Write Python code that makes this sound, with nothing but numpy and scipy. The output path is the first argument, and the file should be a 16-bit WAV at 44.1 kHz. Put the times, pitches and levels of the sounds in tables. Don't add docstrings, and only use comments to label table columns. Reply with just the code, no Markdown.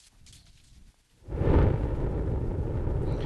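import sys
import numpy as np
from scipy import signal
from scipy.io import wavfile
from scipy.ndimage import uniform_filter1d

SR = 44100
rng = np.random.default_rng(int(sys.argv[2]) if len(sys.argv) > 2 else 0)


def makeup_ratio(level_db):
    decades = np.asarray(level_db, float) / 20
    return 10 ** decades


def bounce(signal):
    frames = np.transpose(np.atleast_2d(signal))
    limited = np.clip(frames, -1, 1)
    pcm = np.round(limited * 32767).astype(np.int16)
    wavfile.write(sys.argv[1], SR, pcm)


N = 143325
T = np.arange(N) / SR


def evened(x):
    return x / np.sqrt(np.mean(x ** 2) + 1e-20)


def read_spectrum(points, hz):
    f, level = np.transpose(points)
    return np.interp(np.log(hz + 1), np.log(f + 1), level)


def colour(x, points):
    hz = abs(np.fft.fftfreq(16384, 1 / SR))
    log_gain = np.log(makeup_ratio(np.maximum(read_spectrum(points, hz), -100)))
    response = np.exp(np.conj(signal.hilbert(log_gain)))
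    taps = np.fft.ifft(response).real[:8192]
    return signal.oaconvolve(x, taps)[:N]


def slow_drift(seconds):
    size = max(int(seconds * SR), 2)
    return evened(uniform_filter1d(uniform_filter1d(rng.standard_normal(N), size), size))


def resonate(x, hz, width):
    turn = np.exp(2j * np.pi * np.cumsum(hz * np.ones(len(x))) / SR)
    r = np.exp(-np.pi * width / SR)
    return 2 * (turn * signal.lfilter([1 - r], [1, -r], x / turn + 1e-18)).real


# (frequency [Hz], density [dB per Hz])
ROAR_SPECTRUM = [(8, -30), (20, -4), (60, -0.5), (190, -2), (330, -10), (630, -18.5), (900, -28),
                 (1500, -33.5), (3200, -50), (7000, -75.5), (12000, -72)]
# (time [s], size over the noise [dB])
JET_BANGS = [(1.408, 22), (1.542, 25), (1.589, 24), (1.71, 23), (1.76, 26), (1.838, 23), (1.869, 23),
             (1.992, 23), (2.03, 26), (2.073, 22), (2.13, 23), (2.184, 24), (2.295, 23), (2.379, 24),
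             (2.415, 21), (2.512, 26), (2.957, 27), (3.099, 23), (3.154, 22)]
SHOCKS_PER_S, SHOCK_SPREAD_DB, SHOCK_SHARE = 700, 2.6, .28
BANG_S, BANG_DB, LUMP_DB = .0007, -2, .6
STEEP_S = 0.0001


def jet_noise():
    sizes = makeup_ratio(SHOCK_SPREAD_DB * np.minimum(rng.exponential(1, N), 5))
    shocks = sizes * (rng.random(N) < SHOCKS_PER_S / SR)
    turbulence = rng.standard_normal(N)
    drive = (1 - SHOCK_SHARE) * turbulence + SHOCK_SHARE * evened(shocks - shocks.mean())
    drive = drive * makeup_ratio(LUMP_DB * slow_drift(0.0064) + 1.5 * slow_drift(0.0015))
    blunt = np.hanning(round(BANG_S * SR))
    for s, db in JET_BANGS:
        drive[round(s * SR):][:len(blunt)] += makeup_ratio(db + BANG_DB) * blunt / blunt.sum()
    jet = evened(colour(drive, ROAR_SPECTRUM))
    return np.interp(T + STEEP_S * jet, T, jet)


GROUND_S, GROUND, GROUND_TOP_HZ = .00223, .68, 1100
SECOND_S, SECOND, SECOND_LOW_HZ = 0.00334, 0.15, 170


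def ground_echoes(jet):
    echo = np.interp(T - GROUND_S * (1 + .012 * slow_drift(.2)), T, jet)
    late = np.interp(T - SECOND_S * (1 + .01 * slow_drift(.15)), T, jet)
    echo = signal.filtfilt(*signal.butter(1, GROUND_TOP_HZ, fs=SR), echo)
    late = signal.filtfilt(*signal.butter(1, SECOND_LOW_HZ, "high", fs=SR), late)
    return GROUND * echo + SECOND * late


# (time [s], level [dB], brightness [dB per octave])
THRUST_CURVE = [(1.05, -83, 2), (1.17, -68.5, 3.5), (1.28, -44.5, 0), (1.33, -32.5, 1), (1.39, -29.5, 1),
                (1.47, -20.5, 1), (1.54, -19.5, 2), (1.59, -19, 1.5), (1.629, -17.5, 1), (1.691, -23.5, 1),
                (1.79, -30, 2), (1.93, -28.5, 0.4), (2.2, -28, -0.5), (2.6, -29.5, -1.5), (2.8, -28.5, 0),
                (2.97, -27.5, -1), (3.1, -28.5, -0.1), (3.25, -28.5, 1)]
BRIGHT_TOP_HZ = 2520


def surge(jet):
    s, db, tilt = np.transpose(THRUST_CURVE)
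    hz, t, z = signal.stft(jet, SR, nperseg=1024, noverlap=768)
    octaves = np.log2(np.clip(hz, 350., BRIGHT_TOP_HZ) / 290.0)
    z = z * makeup_ratio(octaves[:, None] * np.interp(t, s, tilt))
    jet = signal.istft(z, SR, nperseg=1024, noverlap=768)[1][:N]
    return jet * makeup_ratio(np.interp(T, s, db, left=-120))


# (time [s], peak level [dB])
SHOCK_FRONTS = [(1.4237, -49), (1.4556, -42), (1.48, -44), (1.501, -45), (1.5324, -41), (1.5384, -41),
                (1.5983, -42), (1.6277, -35), (1.634, -41), (1.6851, -45), (1.7145, -49), (1.726, -48),
                (1.8282, -50), (2.0038, -45), (2.0288, -50), (2.0682, -51), (2.381, -54), (2.7472, -54),
                (2.7746, -52), (3.017, -48)]
FRONT_HZ, FRONT_DB = 5000, 16


def crackle():
    fronts = np.zeros(N)
    for s, db in SHOCK_FRONTS:
        fronts[round(s * SR)] += makeup_ratio(db + FRONT_DB)
    u = np.arange(400) * FRONT_HZ / SR
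    pulse = (1 - u) * np.exp(-u) * (1 - np.exp(-u * u * 6))
    return signal.oaconvolve(fronts, pulse)[:N]


def rocket():
    jet = jet_noise()
    jet = evened(jet + ground_echoes(jet))
    return surge(jet) + crackle()


# (time [s], level [dB])
GUST_CURVE = [(0, -78), (.02, -73), (.07, -66), (.11, -67.5), (.14, -55.5), (.19, -60), (.215, -51.5),
              (.3, -50.5), (.4, -52.5), (.49, -57.5), (.6, -56), (.7, -56), (.8, -52.5), (.895, -53),
              (.92, -72), (1.1, -65.5), (1.3, -64)]
# (frequency [Hz], density [dB per Hz])
WIND_SPECTRUM = [(8.8, -42), (15, -3), (39, -2.5), (152, -14.5), (280, -25.5), (396, -38), (600, -41.5),
                 (780, -43), (1320, -120)]


def wind():
    s, db = np.transpose(GUST_CURVE)
    eddies = rng.standard_normal(N) * makeup_ratio(1.8 * slow_drift(0.011))
    return evened(colour(eddies, WIND_SPECTRUM)) * makeup_ratio(np.interp(T, s, db, right=-70))


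# (frequency [Hz], density [dB per Hz])
GRASS_SPECTRUM = [(410, -22), (700, -17.5), (1970, -9), (3390, -3), (4410, -3.5), (5390, -7.5), (6070, -8),
                  (10600, -11.5), (12000, -15), (15500, -39), (22000, -120)]
# (start [s], hold [s], level [dB], centre [Hz], fall by 60 dB [s])
GRASS_STROKES = [(0.0, .07, -57.5, 7500, .05), (.068, .016, -63, 9000, .02),
                 (.2635, .028, -56.5, 6500, .15), (.3255, .03, -54, 8500, .2), (.36, .04, -67, 4300, .35),
                 (.4645, .01, -61, 4000, .12), (.455, .1, -68.5, 6500, .7), (.53, .05, -76, 3500, .2),
                 (.574, .005, -62.5, 2400, .07), (.6, .006, -71, 2600, .06), (.638, .045, -66, 7600, .3),
                 (.73, .045, -72, 5500, .1), (.867, .004, -72, 4600, .06), (3.177, .004, -59, 3800, .07),
                 (3.203, .05, -66, 1800, .2), (3.02, .03, -70, 9500, .35)]
FOCUS_DB, CRUNCH_DB, PATCH_DB = 10, 3, 1.6
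SNAP, SNAP_S = .7, .003


def rustles():
    grains = rng.standard_normal(N) * makeup_ratio(CRUNCH_DB * slow_drift(0.00021) + 2.5 * slow_drift(0.063))
    z = signal.stft(colour(grains, GRASS_SPECTRUM), nperseg=256)[2]
    patches = rng.standard_normal(z.shape[::-1])
    patches = uniform_filter1d(uniform_filter1d(patches, size=5, axis=0), size=5, axis=1)
    grass = signal.istft(z * makeup_ratio(PATCH_DB * evened(patches).T), nperseg=256)[1][:N]
    out = np.zeros(N)
    for s, hold, db, hz, t60 in GRASS_STROKES:
        a = round(s * SR)
        part = grass[a:a + SR // 2]
        t = T[:len(part)]
        focus = resonate(resonate(part, hz, .8 * hz), hz, .8 * hz)
        part = evened(part + makeup_ratio(FOCUS_DB) * focus)
        onset = np.minimum(t / 0.00072, 1) * (1 + SNAP * np.exp(-t / SNAP_S))
        tail = makeup_ratio(db - 60 * np.maximum(t - hold, 0) / t60)
        out[a:a + len(part)] += part * onset * tail
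    return out


# (time [s], peak level [dB], pitch [Hz], width [Hz])
GEAR_TICKS = [(.125, -63, 750, 200), (.16, -63, 600, 400), (.466, -60, 1400, 300), (.47, -63, 700, 200),
              (.943, -52.5, 750, 900), (1.0994, -61, 2930, 400), (3.0235, -46, 9500, 5000),
              (3.033, -49, 8200, 2500), (3.1245, -44, 8200, 2500), (3.1245, -48, 4000, 1200),
              (3.166, -53, 7200, 2500), (3.2065, -36, 2800, 800), (3.2065, -36, 1800, 900),
              (3.224, -37, 3300, 700), (3.224, -47, 5800, 2000), (3.224, -42, 2000, 900),
              (.265, -56, 10400, 900), (.327, -54, 10300, 900), (3.208, -60, 8500, 700)]


def ticks():
    out, t = np.zeros(N + SR), T[:2000]
    for s, db, hz, width in GEAR_TICKS:
        a, decay = round(s * SR), np.pi * width * t
        envelope = np.e * decay * np.exp(-decay)
        out[a:a + len(t)] += makeup_ratio(db) * envelope * np.sin(2 * np.pi * hz * t)
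    return out[:N]


# (start [s], length [s], level [dB], pitch [Hz], width [Hz])
GEAR_SCRAPES = [(3.035, .17, -59.5, 4030, 500), (3.193, .07, -56, 4200, 650), (3.198, .075, -53, 3250, 350),
                (1.11, .08, -66, 150, 40), (.325, .14, -64, 4250, 500), (.262, .025, -62, 2300, 700),
                (.265, .035, -60, 4200, 600), (.11, .08, -73, 900, 700), (.36, .2, -78, 700, 150),
                (.324, .016, -51.5, 3300, 500), (3.08, .22, -69, 5750, 800), (3.2, .08, -54, 2000, 1200),
                (3.06, .12, -62, 2300, 400), (.76, .025, -72, 4000, 900)]


def scrapes():
    out = np.zeros(N + SR)
    for s, length, db, hz, width in GEAR_SCRAPES:
        a, count = round(s * SR), round(length * SR)
        noise = rng.standard_normal(SR // 4) * makeup_ratio(CRUNCH_DB * slow_drift(.0012)[:SR // 4])
        rub = evened(resonate(resonate(noise, hz, width), hz, width))[:count]
        out[a:a + count] += makeup_ratio(db) * rub * np.hanning(count) ** .7
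    return out[:N]


SQUEAK_S, SQUEAK_LEN_S, SQUEAK_DB, SQUEAK_HZ, SQUEAK_RISE_HZ = 3.173, .038, -68, 8100, 950


def squeak():
    out = np.zeros(N + SR)
    u = np.arange(0, 1, 1 / (SQUEAK_LEN_S * SR))
    hz = SQUEAK_HZ + SQUEAK_RISE_HZ * np.sin(np.pi * u ** 1.54 * .72)
    tone = np.sin(2 * np.pi * np.cumsum(hz) / SR)
    a = round(SQUEAK_S * SR)
    out[a:a + len(u)] += makeup_ratio(SQUEAK_DB) * np.sin(np.pi * u ** 1.2) * tone
    return out[:N]


# (frequency [Hz], density [dB per Hz])
AIR_SPECTRUM = [(59, -58), (100, -2), (449, -5.5), (548, -14.5), (594, -7.5), (1350, -10.5), (1490, -7.5),
                (4390, -8), (12000, -14), (15500, -41), (22000, -120)]
# (pitch [Hz], width [Hz], level [dB])
WHINES = [
    (8600, 60, -88),
    (7300, 60, -91),
    (3400, 60, -89),
]


def air():
    hiss = rng.standard_normal(N) * makeup_ratio(1.8 * slow_drift(0.021))
    out = makeup_ratio(-69.5) * evened(colour(hiss, AIR_SPECTRUM))
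    for hz, width, db in WHINES:
        out = out + makeup_ratio(db) * evened(resonate(rng.standard_normal(N), hz, width))
    return out


def scene():
    outdoors = rocket() + wind() + air()
    close_by = rustles() + (ticks() + scrapes() + squeak())
    return (outdoors + close_by)[None]


def low_pass(x):
    return signal.sosfilt(signal.butter(12, 12100, fs=SR, output="sos"), x)


LIMIT = .35
EDGE_HZ = 12050


def record(dry):
    softened = LIMIT * np.tanh(dry / LIMIT)
    lowpass = signal.firwin(1023, EDGE_HZ, window=("kaiser", 9), fs=SR)
    mix = signal.oaconvolve(softened, lowpass[None], "same")
    return low_pass(mix)


dry = scene()
out = record(dry)
bounce(out)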